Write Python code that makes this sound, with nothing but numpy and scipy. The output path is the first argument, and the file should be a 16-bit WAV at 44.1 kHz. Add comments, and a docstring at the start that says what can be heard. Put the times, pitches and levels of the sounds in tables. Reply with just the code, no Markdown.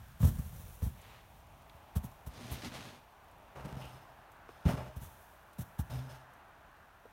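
"""A barn yard in winter. Slabs of snow slip off the metal roof and thud into the snow below, each with
a puff of powder; crumbs patter down after some falls. A light wind murmurs over the yard and rumbles on
the microphone. Close by, jacket cloth swishes as its threads catch, there are icy ticks and a few taps
and creaks, and a hand rubs and jolts the camera's case, which rasps, squeaks and hums."""
import sys
import numpy as np
from scipy import signal
from scipy.fft import rfft, irfft
from scipy.io import wavfile

SR = 44100
rng = np.random.default_rng(int(sys.argv[2]) if len(sys.argv) > 2 else 0)


def wrap_up_sound(samples):
    """Save the sound to the file named by the first command line argument, as 16-bit audio."""
    columns = np.atleast_2d(samples).T
    # keep every value between -1 and 1, then stretch to whole-number steps
    tamed = np.clip(columns, -1, 1)
    steps = np.round(tamed * 32767).astype(np.int16)
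    wavfile.write(sys.argv[1], SR, steps)


N = 313992
TIME = np.arange(N) / SR
FREQS = np.fft.rfftfreq(N, 1 / SR)

# tone colour of spraying snow powder: f/Hz, level/dB
POWDER_COLOUR = [(200, -6), (350, -5), (600, -2.5), (1000, -6), (1600, -9.5), (2300, -17), (3500, -13),
                 (4900, -20.5), (5800, -13), (7700, -15), (12500, -9), (15500, -11)]


def undb(db):
    """Turn decibels into a factor to multiply a sound by."""
    return 10 ** (np.asarray(db) / 20)


def unit(x):
    """Scale a sound to an average strength (rms) of 1."""
    return x / np.sqrt(np.mean(x ** 2))


def noise():
    """An even hiss: white noise."""
    return rng.standard_normal(N)


def grains(per_s, spread_db):
    """Tiny clicks at random moments; more spread makes their sizes more uneven."""
    sizes = undb(spread_db * np.minimum(rng.exponential(size=N), 4))
    return noise() * sizes * (rng.random(N) < per_s / SR)


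def colour(x, spectrum):
    """Shape a sound by (f/Hz, level/dB) points, falling steeply beyond both ends; strength 1."""
    hz, db = np.transpose(spectrum)
    gain = undb(np.interp(np.log(FREQS + 1), np.log(hz), db))
    ends = np.minimum(FREQS / hz[0], 1) ** 3 * np.minimum(hz[-1] / (FREQS + 1), 1) ** 3
    return unit(irfft(rfft(x) * gain * ends, N))


def ring(x, modes):
    """Let a sound ring at an object's own tones (f/Hz, width/Hz, level/dB); strength 1."""
    response = sum(undb(db) * 1j * FREQS * width / (hz ** 2 - FREQS ** 2 + 1j * FREQS * width)
                   for hz, width, db in modes)
    return unit(irfft(rfft(x) * response, N))


def waver(per_s, depth_db):
    """A factor that wanders at random around 1."""
    points = rng.standard_normal(4096)
    return undb(depth_db * np.interp(TIME * per_s, np.arange(len(points)), points))


def add(track, s, sound):
    """Mix a sound into a track at s seconds."""
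    start = max(int(s * SR), 0)
    track[start:start + len(sound)] += sound[:N - start]


def swell(s, attack_s, hold_s, release_s):
    """A loudness curve from s seconds: rises, holds until hold_s has passed, dies away."""
    t = TIME - s
    return np.clip(t / attack_s, 0, 1) * np.exp(-np.maximum(t - hold_s, 0) / release_s)


def burst(swell_s, linger=0., order=2):
    """A half-second loudness curve: peaks near swell_s and dies away; a slower share may linger."""
    u = TIME[:SR // 2] / swell_s
    shape = (u * np.exp(1 - u)) ** order + linger * (u / 4) * np.exp(1 - u / 4)
    return shape * np.sqrt(1 - u / u[-1])


def thud(hz, swell_s, drop, drop_s):
    """A few swings of air pressure that slow down to hz as a soft blow spreads."""
    t = TIME[:SR // 2]
    cycles = hz * (t + drop * drop_s * (1 - np.exp(-t / drop_s)))
    return burst(swell_s, order=1) * np.sin(2 * np.pi * cycles)


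def click(db, hz, width_hz, decay_s):
    """A short burst of noise in one broad band of pitches."""
    t = TIME[:SR // 4]
    b, a = signal.iirpeak(hz, hz / width_hz, SR)
    band = signal.lfilter(b, a, signal.lfilter(b, a, rng.standard_normal(len(t))))
    return undb(db) * unit(band) * np.exp(-t / decay_s) * np.minimum(t / 0.0011, 1)


def wind():
    """Far wind murmurs and sighs; a fading gust rustles, hisses and buffets the microphone."""
    # strength of the far wind: t/s, low murmur/dB, higher sigh/dB
    far_wind = [(0, -66, -66), (.7, -67.5, -80), (1.8, -59.5, -69.5), (3.1, -62, -72), (3.6, -58, -65.5),
                (4.4, -60, -64.5), (5.4, -61.5, -66), (6.3, -60, -62), (7.12, -63.5, -65.5)]
    # tone colours of the wind's five parts: f/Hz, level/dB
    murmur_colour = [(170, -6), (380, -5), (500, -6), (620, 1.5), (850, 3), (1150, -2), (1600, -17),
                     (2500, -12)]
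    sigh_colour = [(800, -13), (1100, -2), (1470, 2), (1700, -0.5), (2000, -8.5), (3000, -49)]
    rustle_colour = [(1500, 0.5), (2100, -1), (2800, -1.5), (3800, -7), (4900, -10.5), (7000, -13.5)]
    hiss_colour = [(3500, -3), (4900, -12.5), (5700, -5), (7600, -9), (9500, -3), (10400, -7.5),
                   (12600, -2), (15500, -4.5)]
    rumble_colour = [(28, 3.5), (45, 6.5), (90, 1.5), (150, -3.5), (240, -14), (330, -25)]
    times, *levels = np.transpose(far_wind)
    murmur, sigh = (undb(np.interp(TIME, times, db)) for db in levels)
    gust = np.exp(-TIME / 3.06)  # fades to about a third in 3 s
    faint_ticks = undb(-10) * colour(grains(80, 2), hiss_colour)
    hiss = colour(noise(), hiss_colour) + faint_ticks
    return (murmur * colour(noise(), murmur_colour) * waver(4.0, 0.15)
            + sigh * colour(noise(), sigh_colour) * waver(3.8, 1.0)
            + undb(-75 + 6 * gust) * colour(noise(), rustle_colour) * waver(18, 0.33)
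            + undb(-78.5 + 8.5 * gust) * hiss * waver(11, 0.98)
            + undb(-67.5 + 11 * gust) * colour(noise(), rumble_colour) * waver(6.5, 0.68))


def settling_crumbs():
    """Loose lumps patter down and powder trickles over them a little longer."""
    # spills of crumbs: t/s, patter/dB, trickle/dB (both turned down in the last line)
    spills = [(-.25, -38.5, -63.5), (.26, -35.5, -54.5), (.52, -48, -58.5), (4.98, -53.5, -60)]
    # tone colour of the lumps: f/Hz, level/dB
    lump_colour = [(35, -2), (70, 4.5), (120, -3), (180, -6.5), (240, -21), (310, -35)]
    attack_s = 0.027
    patter = sum(undb(db) * swell(s, attack_s, hold_s=attack_s, release_s=0.19) for s, db, _ in spills)
    trickle = sum(undb(db) * swell(s, attack_s, hold_s=0.21, release_s=0.26) for s, _, db in spills)
    lumps = colour(grains(450, 0.41), lump_colour)
    powder = colour(grains(9000, 0.75), POWDER_COLOUR) * waver(45, 0.74)
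    return undb(-2.5) * patter * lumps + undb(-5.5) * trickle * powder


def landing_slabs():
    """Each slab pushes out air with a thud while its crystals crunch into powder."""
    # slabs hitting the snow: t/s, thud/dB, final pitch/Hz, powder/dB, crumbling time/s
    slabs = [(0.201, -27.5, 72, -49.5, 0.019), (0.227, -18, 67.7, -53, 0.013),
             (0.243, -21.5, 77.8, -48.5, 0.01), (0.268, -28.5, 84, -45.5, 0.012),
             (0.385, -31, 90.4, -58.5, 0.0073), (0.818, -25.5, 59.3, -51.5, 0.024),
             (0.858, -33, 76, -63, .012), (1.738, -50.5, 66.4, -75, 0.017), (1.956, -22, 67, -45.5, 0.01),
             (2.035, -36.5, 116, -54.5, 0.012), (2.263, -34.5, 55.5, -53.5, 0.0091),
             (2.51, -35.5, 60, -47.5, 0.015), (4.961, -33.5, 56, -56.5, 0.01),
             (5.011, -44, 88.6, -55, 0.028), (5.584, -30.5, 91.5, -50, 0.0091),
             (5.607, -38, 87, -50.5, .009), (5.788, -26, 62.6, -48, 0.01)]
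    shudder_db, crunch_db = -10, -24.5  # compared with the thud
    thuds, puffs, shudder, crunch = np.zeros((4, N))
    for s, db, hz, powder_db, crumble_s in slabs:
        swell_s = 0.0061 + 0.28 * crumble_s  # a slab that crumbles slowly lands more softly
        add(thuds, s, undb(db) * thud(hz, swell_s, drop=2.78, drop_s=0.0052))
        add(shudder, s, undb(db + shudder_db) * burst(swell_s, linger=0.19))
        # loose flakes arrive just ahead of the slab
        add(puffs, s - crumble_s, undb(powder_db) * burst(2 * crumble_s, linger=0.076, order=5))
        add(crunch, s, undb(db + crunch_db) * burst(swell_s=0.0038, order=1))
    # the slab breaks up, so the blow is uneven; soft snow muffles its upper tones
    breakup = colour(noise(), [(42, 5.5), (70, 5), (160, 0), (240, -7), (300, -18)])
    muffled = signal.sosfilt(signal.butter(8, 255, fs=SR, output="sos"), thuds)
    # the crust gives way first, then the powder sprays
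    crust = colour(noise(), [(450, 2.5), (620, 4), (1100, 2), (2000, -15), (4000, -18)])
    powder = colour(grains(16000, 0.2), POWDER_COLOUR)
    return muffled + shudder * breakup + crunch * crust + puffs * powder


def jacket():
    """Threads catch on each other in a swish; cloth touching the camera sounds sharper and flaps."""
    # strokes of cloth: middle t/s, half length/s, swish/dB, touch on the camera/dB
    strokes = [(1.102, 0.12, -57.5, -84), (2.406, 0.085, -57.5, -63), (2.546, 0.07, -52.5, -58.5),
               (2.658, 0.03, -49, -54.5), (2.754, .043, -50, -61.5), (2.863, .11, -55.5, -64.5)]
    # tone colours of the swish and of the sharper touch: f/Hz, level/dB
    swish_colour = [(300, -5), (600, 8.5), (1000, 4.5), (1500, 2.5), (2300, 2.5), (4200, -5), (5200, -15),
                    (7000, -14.5)]
    touch_colour = [(3500, -4.5), (5000, -4), (6300, -5.5), (7600, -14), (9500, -6.5), (10500, -14),
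                    (12000, -10), (15500, -21)]
    # low tones of the flapping: f/Hz, width/Hz, level/dB
    flap_tones = [(123, 16, 13), (181, 34, 3), (237, 19, 5), (270, 8.7, -28)]
    swish, touch = sum(np.outer(undb(levels), np.exp(-((TIME - s) / half_s) ** 2))
                       for s, half_s, *levels in strokes)
    threads = grains(9000, 0.84) * waver(70, 1.0)
    flap = undb(11.5) * ring(grains(900, 1.2), flap_tones)
    return swish * colour(threads, swish_colour) + touch * (colour(threads, touch_colour) + flap)


def icy_ticks():
    """Faint, bright ticks that all sound alike."""
    # icy ticks: t/s, level/dB
    ticks = [(1.015, -59.5), (1.467, -67), (1.62, -67), (2.115, -63), (3.312, -66), (3.654, -60),
             (3.853, -63.5), (4.317, -62.5), (5.531, -61), (6.334, -65)]
    track = np.zeros(N)
    for s, db in ticks:
        add(track, s, click(db, hz=10100, width_hz=13230, decay_s=0.007))
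    return track


def taps_and_creaks():
    """Small knocks and creaks close by, each with its own tone colour."""
    # taps and creaks: t/s, level/dB, f/Hz, width/Hz, fading time/s
    taps = [(1.696, -53, 2840, 2980, .0032), (2.62, -45, 2200, 3560, .008), (3.815, -54, 2740, 900, 0.059),
            (4.49, -39, 530, 650, 0.0044), (7.052, -47.5, 448, 453, 0.0084)]
    track = np.zeros(N)
    for s, *voice in taps:
        add(track, s, click(*voice))
    return track


def hand_on_case():
    """The hand sticks and slips on the case: its body rumbles and hums, its shell rasps and squeaks."""
    # rubs: t/s, hold/s, rasp/dB, rumble/dB, squeak/dB (turned down in whistle below), hum/dB
    rubs = [(3.551, 0.05, -52, -49, -62, -66), (3.641, 0.092, -57, -46, -66, -51),
            (3.762, 0.14, -63.5, -55.5, -58.5, -55), (4.478, 0.39, -72, -71, -65.5, -75),
            (4.651, .018, -41.5, -35, -50, -35.5), (4.68, 0.021, -44, -38.5, -49.5, -32),
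            (4.766, 0.05, -51.5, -44.5, -71, -49), (5.896, 0.082, -55.5, -46, -52.5, -37.5),
            (6.09, 0.042, -59, -82, -57, -63)]
    # jolts of the grip: t/s, level/dB, final pitch/Hz
    grip_jolts = [(3.667, -41, 129), (3.767, -37, 95), (4.655, -17, 49.3), (4.662, -17, 77),
                  (4.690, -26.5, 115), (4.737, -27.5, 85)]
    # the case's own low, middle and high tones: f/Hz, width/Hz, level/dB
    body_tones = [(69.4, 11, 5.5), (131.6, 12, 4), (160, 24, -31), (193, 5.6, -24), (265, 7.8, -37)]
    shell_tones = [(399, 17, -0.5), (614, 13, 8.5), (880, 11, 3.5), (1344, 41, -11), (2900, 110, -16)]
    squeak_tones = [(5190, 47, 8), (8800, 160, -2), (10800, 67, -2), (13800, 60, 2), (14050, 99, -1)]
    # tone colours of the rubbing: f/Hz, level/dB
    rasp_colour = [(250, -14), (480, 7), (650, 10.5), (1050, 4.5), (1700, -1.5), (2800, -8.5), (4300, -45),
                   (6000, -29)]
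    squeak_colour = [(3500, -0.5), (4600, -6), (6200, -6), (7600, -13.5), (9000, -8), (10500, -11.5),
                     (13000, -9), (15500, -18.5)]
    attack_s, hum_hz, hum_lag_s = 0.0071, 127.4, 0.0176  # the hum starts once the drag is steady
    rumble, rasp, squeak, hum, jolts = np.zeros((5, N))
    judder = waver(per_s=48, depth_db=1.1)  # the hand presses unevenly
    for s, hold_s, rasp_db, rumble_db, squeak_db, hum_db in rubs:
        release_s = 0.03 + 0.67 * hold_s  # a long rub also dies away slowly
        push = swell(s, attack_s, hold_s, release_s) * judder
        rasp += undb(rasp_db) * push
        squeak += undb(squeak_db) * push
        rumble += undb(rumble_db) * push
        hum += undb(hum_db) * swell(s + hum_lag_s, attack_s, hold_s, release_s)
    for s, db, hz in grip_jolts:
        add(jolts, s, -undb(db) * thud(hz, swell_s=0.0041, drop=1.95, drop_s=0.0057))
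    phase = 2 * np.pi * np.cumsum(hum_hz * waver(42.7, 0.3)) / SR
    tone = np.sin(phase) + undb(-16) * np.sin(2 * phase)  # with a quiet octave above
    slips = grains(9000, 0.73) * waver(90, 0.13)
    shell = colour(slips, rasp_colour) + undb(-6.5) * ring(slips, shell_tones)
    whistle = undb(-7.5) * colour(slips, squeak_colour)
    whistle += undb(-14) * ring(noise(), squeak_tones) * waver(35, 2.4)
    body = ring(grains(500, 1.3), body_tones)
    return jolts + hum * tone + rumble * body + rasp * shell + squeak * whistle


def scene():
    """All the sounds meet at one microphone."""
    snow = landing_slabs() + settling_crumbs()
    close_by = jacket() + hand_on_case() + taps_and_creaks() + icy_ticks()
    return (snow + close_by + wind())[None]


def record(dry):
    """The camera thins the deepest bass and cuts the highest treble."""
    bass_hz, top_hz = 36, 15850
    thinned = signal.sosfilt(signal.butter(3, bass_hz, "high", fs=SR, output="sos"), dry)
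    return signal.sosfilt(signal.ellip(10, .2, 70, top_hz, fs=SR, output="sos"), thinned)


dry = scene()
out = record(dry)
wrap_up_sound(out)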